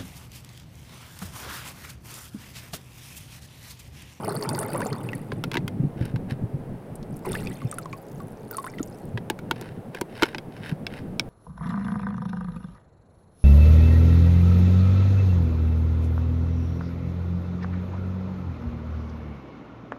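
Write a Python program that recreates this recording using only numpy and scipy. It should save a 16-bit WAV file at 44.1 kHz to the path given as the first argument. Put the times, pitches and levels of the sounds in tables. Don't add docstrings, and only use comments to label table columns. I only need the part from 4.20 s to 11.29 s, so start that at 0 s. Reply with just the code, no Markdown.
import sys
import numpy as np
from scipy import signal
from scipy.fft import rfft, irfft, next_fast_len
from scipy.io import wavfile
from scipy.ndimage import map_coordinates

SR = 44100
rng = np.random.default_rng(int(sys.argv[2]) if len(sys.argv) > 2 else 0)


def store_pcm(level_fs):
    pcm = np.round(np.clip(level_fs, -1, 1) * 32767).astype(np.int16)
    wavfile.write(sys.argv[1], SR, np.atleast_2d(pcm).T)


N = 312669
TIME = np.arange(N) / SR
AGE = np.arange(SR // 6) / SR

# f/Hz, relative level/dB
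GURGLE_TONE = [(250, -13.5), (430, -5.5), (700, -13.5), (900, -5.5), (1550, -15), (1900, -19), (4000, -40)]
# f/Hz, relative level/dB
SPRAY_TONE = [(3000, -32), (4500, -10), (6100, -28), (7700, -20), (9300, -3), (11500, -14.5), (15500, -15)]
# f/Hz, relative level/dB
WASH_TONE = [(1200, 2.5), (2400, 12.5), (3600, 2.5), (6400, -7), (9200, 6), (15000, -5)]
CLOUD_HALF_S, CLOUD_DB = 0.015, -4
DRIBBLE_S, DRIBBLE_HALF_S, DRIBBLE_DB = 3.9, 1, -64.5


def stream():
    flow, splash, sheet = gushes()
    clouds = np.max([np.exp(-((TIME - s) / CLOUD_HALF_S) ** 2) for s, *_ in BIG_BUBBLES], axis=0)

    gulps = grains(300, 1900, cycles=30, spread_db=12, rise=.35, count=3900, size=1200)
    gurgle = coloured(gulps + .2 * rng.standard_normal(N), GURGLE_TONE)

    drops = grains(1400, 4500, cycles=40, spread_db=18, rise=.15, count=2200, size=1000)
    patter = coloured(drops, [(1200, -13.0), (2200, 21.5), (3500, -11.5), (5500, 20)])

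    smacks = crackle(rate=125, spread_db=19, ring_s=.006)
    pings = grains(4000, 15000, cycles=45, spread_db=17, rise=0, count=1400, size=400)
    spray = coloured(smacks + pings, SPRAY_TONE)

    fizz = grains(1200, 14000, cycles=48, spread_db=15, rise=.06, count=6000, size=800)
    wash = coloured(fizz + .5 * crackle(rate=400, spread_db=12, ring_s=.012), WASH_TONE)

    drips = filtered(crackle(rate=24, spread_db=8, ring_s=.006), lambda f: f / (f + 4000))
    dribble = amp(DRIBBLE_DB) * (np.abs(TIME - DRIBBLE_S) < DRIBBLE_HALF_S)

    gulping = flow * (1 + amp(CLOUD_DB) * clouds) * gurgle
    splashing = splash * (amp(-1.5) * patter + amp(15.0) * spray)
    return gulping + splashing + sheet * wash + dribble * (drips + pings)


# t/s, full flow/s, then relative gurgle level/dB, splash level/dB, wash level/dB,
# and t60/s of the dying gurgle and splash
TILTS = [(0, 0.55, -35, -58.5, -51.5, 1.45), (3.058, 0.12, -40.5, -62, -45, 0.53),
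         (4.32, 0.1, -51.5, -69, -89, 1.1)]
SWELL_S, WASH_LINGERS = 0.013, 0.42


def gushes():
    flow, splash, sheet = np.zeros((3, N))
    for s, hold, gurgle_db, splash_db, wash_db, t60 in TILTS:
        swell = np.clip((TIME - s) / SWELL_S + 1, 0, 1)
        dwindle = fade(np.maximum(TIME - s - hold, 0), t60)
        flow += swell * amp(gurgle_db) * dwindle
        splash += swell * amp(splash_db) * dwindle
        sheet += swell * amp(wash_db) * dwindle ** WASH_LINGERS
    return flow, splash, sheet


# t/s, starting f/Hz, relative level/dB, rise/(octaves per s)
BIG_BUBBLES = [(.08, 806, -39, 1.5), (0.43, 1210, -39.5, 26), (0.546, 920, -35, 10), (0.606, 982, -31.5, 0),
               (0.618, 1490, -32, 30), (.66, 718, -35.5, 7.5), (0.73, 1340, -42, -9.5),
               (0.889, 2660, -41, -14), (0.932, 1938, -36, -4), (3.052, 1041, -39, -16),
               (3.067, 377, -36.5, -0.5), (3.152, 1580, -32, 31), (3.271, 2500, -38.5, -3),
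               (3.418, 1170, -44, -9.5), (3.526, 1280, -39.5, -12), (3.584, 1400, -35.5, -10),
               (3.657, 1064, -37.5, -6), (3.729, 2300, -40, 10), (3.732, 1070, -40, 2),
               (4.002, 1123, -43, -1), (4.31, 1510, -49, -1), (4.329, 1420, -46.5, -1),
               (4.346, 1280, -40, 5), (4.383, 1046, -30.5, 4.5), (4.443, 1005, -34.5, 4),
               (4.466, 1164, -36.5, 47.5), (4.537, 2050, -50.5, -5), (4.584, 1970, -44, -5),
               (4.596, 1414, -41, -13)]


def bubbles():
    out = np.zeros(N)
    for s, hz, db, rise in BIG_BUBBLES:
        pitch = hz * 2 ** np.minimum(rise * AGE, 1)
        tone = np.sin(2 * np.pi * np.cumsum(pitch) / SR)
        onset = 1 - np.exp(-AGE / 0.0003)
        ring = tone * fade(hz * AGE, 70) * onset
        slosh = amp(-2.5) * tick(hz, q=6, t60=0.015)
        add(out, s, amp(db + 10.0) * (ring + slosh))
    return out


# t/s, f/Hz, relative level/dB
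SHARP_DROPLETS = [(0.2253, 4600, -30.5), (.291, 4670, -27), (0.2904, 8700, -23.5), (0.3492, 4740, -29),
                  (0.39, 9260, -22), (0.604, 8700, -35), (0.6672, 7200, -30.5), (0.729, 4400, -32.5),
                  (0.952, 10700, -36), (3.119, 8890, -27.5), (3.131, 3660, -31.5), (3.5138, 8570, -28),
                  (3.542, 9700, -34.5), (3.585, 10250, -28), (4.312, 14800, -27), (4.369, 9560, -25),
                  (4.399, 8900, -40), (4.586, 3100, -37), (4.6298, 6830, -30)]


def droplets():
    out = np.zeros(N)
    for s, hz, db in SHARP_DROPLETS:
        ping = np.sin(2 * np.pi * hz * AGE) * fade(AGE, 0.012)
        smack = tick(hz, q=2.8, t60=0.033)
        add(out, s, amp(db + 4.0) * ping + amp(db - 9.5) * smack)
    return out


# f/Hz, level/dB, t60/s
POT_MODES = [(3584, -39, 0.066)]


def in_pot(x, t60, echo_db):
    tail = signal.lfilter([1], [1, -.6], rng.standard_normal(len(AGE))) * fade(AGE, t60)
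    echo = amp(echo_db) * tail / np.linalg.norm(tail)
    steel = sum(amp(db) * np.cos(2 * np.pi * hz * AGE) * fade(AGE, ring) for hz, db, ring in POT_MODES)
    return x + signal.fftconvolve(x, echo + steel)[:N]


# t/s, f/Hz, level/dB
BUCKLES = [(2.755, 9400, -39.5), (2.828, 4420, -45.5), (2.967, 10200, -43.5)]


def crinkles():
    out = np.zeros(N)
    for s, hz, db in BUCKLES:
        add(out, s, amp(db) * tick(hz, q=4.6, t60=0.026))
    return out


# t/s, ring peak level/dB, ring brightness/(dB per octave),
# treble snap level/dB against the ring
FINGER_TAPS = [(1.119, -22, -4.5, -22), (1.239, -16.5, 3.5, -11), (1.316, -20, 2.5, -12.5),
               (1.334, -28, 2, -13), (1.342, -19.5, 1.5, -11), (1.354, -18.5, -5.5, -18),
               (1.3704, -11.5, 0.5, -20), (1.479, -24.5, 5, -2.5), (1.854, -42.5, -17, 9),
               (1.96, -28.5, -3.5, -15), (4.975, -21.5, 0, -22), (5.1, -14.5, -2, -5), (5.19, -30, 0, -11),
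               (5.311, -12.5, 0, -12), (5.412, -36, -15, 6), (5.748, -24.5, -1, -12),
               (5.812, -20.5, -9.5, 0), (6.023, -6, -1.5, -18), (6.033, -6.5, 1, -17.5),
               (6.147, -18, 1, -33), (6.183, -21.5, 8.5, -18), (6.667, -17, 12, -20),
               (6.996, -7.5, 14, -17)]
# f/Hz, relative level/dB, t60/s
CASE_MODES = [(946, 2, 0.049), (1272, -1, 0.0053), (1574, 6.5, 0.023), (2192, 2, 0.034), (2580, 1.5, 0.019),
              (3120, -2, 0.026), (3680, -2.5, 0.0094), (4710, -7.5, 0.003), (5210, -6.5, 0.013)]
SNAP_TOP_HZ = 14600


def taps():
    rings, cracks, snaps = np.zeros((3, N))
    hz, mode_db, t60 = np.transpose(CASE_MODES)[:, :, None]
    onset = 1 - np.exp(-AGE / 0.000067)
    for s, db, bright, snap_db in FINGER_TAPS:
        tilt_db = bright * np.log2(hz / 2000)
        gains = amp(mode_db + tilt_db + 2.0 * rng.standard_normal(hz.shape))
        pitch = hz * (1 + 0.055 * rng.standard_normal(hz.shape))
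        tones = np.sin(2 * np.pi * (pitch * AGE + rng.random(hz.shape)))
        ring = np.sum(gains * fade(AGE, t60) * tones, axis=0)
        add(rings, s, amp(db) * ring / np.abs(ring).max() * onset)

        bass_cut = np.clip(bright / 22, 0, 1)
        crack = signal.lfilter([1, -bass_cut], [1], rng.standard_normal(len(AGE)))
        add(cracks, s, amp(db - 6.5) * crack * fade(AGE, 0.04))

        snap = rng.standard_normal(len(AGE)) * fade(AGE, 0.016)
        add(snaps, s, amp(db + snap_db) * snap)
    cracks = filtered(cracks, lambda f: 1 / (1 + (f / 4800) ** 6))
    snaps = filtered(snaps, lambda f: 1 / (1 + (f / SNAP_TOP_HZ) ** 4))
    return rings + cracks + snaps


# t/s, f/Hz, relative level/dB
LOW_KNOCKS = [(4.604, 288, -25.5), (6.03, 345, -22.5)]
PUSH_LAG_S, PUSH_HZ, PUSH_DB, PUSH_PER_BRIGHT = 0.00383, 350, -13.5, -1.08


def low_knocks():
    out = np.zeros(N)
    pitches = PUSH_HZ * 2 ** rng.uniform(-.3, .3, len(FINGER_TAPS))
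    pushes = [(s + PUSH_LAG_S, hz, db + PUSH_DB + PUSH_PER_BRIGHT * bright)
              for (s, db, bright, _), hz in zip(FINGER_TAPS, pitches)]
    for s, hz, db in LOW_KNOCKS + pushes:
        turns = hz * AGE
        onset = 1 - np.exp(-(turns / 0.47) ** 2)
        add(out, s, amp(db + 13.5) * np.sin(2 * np.pi * turns) * fade(turns, 8.5) * onset)
    return out


# middle t/s, half length/s, level/dB
SKIN_RUBS = [(1.845, 0.058, -46), (2.109, 0.017, -39), (5.428, 0.098, -48), (5.767, 0.024, -42.5),
             (6.032, 0.081, -38.5), (6.373, 0.049, -48), (6.476, 0.038, -38), (6.76, 0.053, -43)]


def rubs():
    slips = crackle(rate=240, spread_db=13, ring_s=.009) + .5 * rng.standard_normal(N)

    def body(f):
        return sum((-1) ** k * amp(db) * 1j * f / (hz * hz - f * f + 1j * f * 280)
                   for k, (hz, db, _) in enumerate(CASE_MODES))

    scrape = coloured(filtered(slips, body),
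                      [(1600, 4), (5000, 1.5), (7000, -3), (10000, 8.5), (15000, -1)])
    strokes = sum(amp(db) * np.exp(-((TIME - s) / half) ** 2) for s, half, db in SKIN_RUBS)
    return scrape * strokes


# t/s, relative level/dB
BREEZE_PUFFS = [(1.126, -25.5), (1.375, -30.5), (1.595, -23), (1.633, -15), (1.807, -19.5), (1.937, -20.5),
                (2.115, -21.5), (2.233, -24.5), (2.338, -23), (3.442, -23.5), (4.939, -24), (6.513, -23)]
PUFF_HZ, PUFF_RISE_S, PUFF_T60 = 135, 0.0052, .11


def puffs():
    out = np.zeros(N)
    for s, db in BREEZE_PUFFS:
        hz = PUFF_HZ * 2 ** rng.normal(0, .15)
        eddy = np.sin(2 * np.pi * hz * AGE) + .5 * tick(hz, q=2.6, t60=2.4)
        swell = fade(AGE, PUFF_T60) * (1 - np.exp(-(AGE / PUFF_RISE_S) ** 2))
        add(out, s, amp(db + 8.5) * eddy * swell)
    return filtered(out, lambda f: 1 / (1 + (f / 420) ** 4))


# t/s, rumble level/dB
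RUMBLE_LEVEL = [(0.37, -34), (1.9, -33), (2.5, -37.5), (3.26, -35.5), (3.58, -41.5), (4.4, -40),
                (4.98, -38), (5.85, -41), (7.05, -36)]
# f/Hz, relative level/dB
RUMBLE_TONE = [(20, -13), (70, -37), (102, 1.5), (160, 1.5), (250, -2.5), (500, -20), (1200, -78)]
# f/Hz, relative level/dB
AIR_TONE = [(150, -12.5), (430, 6.5), (800, -1.5), (1150, -11.5), (1600, -14.5), (4300, -31), (7000, -36.5),
            (9800, -29.5), (15000, -36.5)]
DEEP_DB, BREEZE_RISE_S = -45, 2.43


def outdoors():
    force = level(RUMBLE_LEVEL)
    rumble = force * coloured(rng.standard_normal(N), RUMBLE_TONE)
    deep_noise = coloured(rng.standard_normal(N), [(100, 29), (200, -87)])
    deep = amp(DEEP_DB) * unit(force ** 2) * deep_noise
    rising = np.minimum(TIME / BREEZE_RISE_S, 1) ** 2
    breeze = (rumble + deep * rising) * flutter(rate=22, depth_db=6.0)
    hush = amp(-45.0) * coloured(rng.standard_normal(N), AIR_TONE)
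    return breeze + puffs() + hush


def flutter(rate, depth_db):
    knots = rng.uniform(-1.22, 1, int(N * rate / SR) + 4)
    return unit(amp(depth_db * map_coordinates(knots, [TIME * rate], order=1)))


def grains(low_hz, high_hz, cycles, spread_db, rise, count, size):
    when, pitch, life, strength = rng.random((count, 4)).T[:, :, None]
    t = np.arange(size) / SR
    hz = low_hz * (high_hz / low_hz) ** pitch
    t60 = cycles * (.5 + life) / hz
    phase = hz * t * (1 + rise * np.minimum(t / t60, 1))
    gain = amp(spread_db * strength ** 3) * np.sqrt(hz)
    waves = gain * np.sin(2 * np.pi * phase) * fade(t, t60)
    places = (when * N).astype(int) + np.arange(size)
    return unit(np.bincount(places.ravel(), waves.ravel(), N)[:N])


def crackle(rate, spread_db, ring_s):
    hits = (rng.random(N) < rate / SR) * amp(spread_db * rng.random(N) ** 2)
    bursts = signal.fftconvolve(hits, fade(AGE, ring_s))[:N]
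    return unit(rng.standard_normal(N) * bursts)


def tick(hz, q, t60):
    burst = signal.lfilter(*signal.iirpeak(hz, max(q, 1), SR), rng.standard_normal(len(AGE)))
    return unit(burst) * fade(AGE, t60)


def amp(db):
    return 10 ** (np.asarray(db) / 20)


def unit(x):
    return x / np.sqrt(np.mean(x ** 2) + 1e-20)


def fade(t, t60):
    return np.exp(-np.log(1000) * t / t60)


def level(rows):
    return amp(np.interp(TIME, *np.transpose(rows)))


def filtered(x, response):
    m = next_fast_len(N + SR // 2)
    return irfft(rfft(x, m) * response(np.fft.rfftfreq(m, 1 / SR)), m)[:N]


def coloured(x, spectrum):
    f, db = np.transpose(spectrum)
    return unit(filtered(x, lambda hz: amp(np.interp(np.log(hz + 1), np.log(f), db))))


def add(track, s, sound):
    part = track[round(s * SR):][:len(sound)]
    part += sound[:len(part)]


def scene():
    water = in_pot(stream() + bubbles() + droplets(), t60=.04, echo_db=-15)
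    bottle_and_hand = crinkles() + taps() + low_knocks() + rubs()
    return (water + bottle_and_hand + outdoors())[None]


TOP_HZ = 16100


def record(dry):
    return filtered(dry[0], lambda hz: 1 / np.sqrt(1 + (hz / TOP_HZ) ** 160))[None]


dry = scene()
out = record(dry)
store_pcm(out)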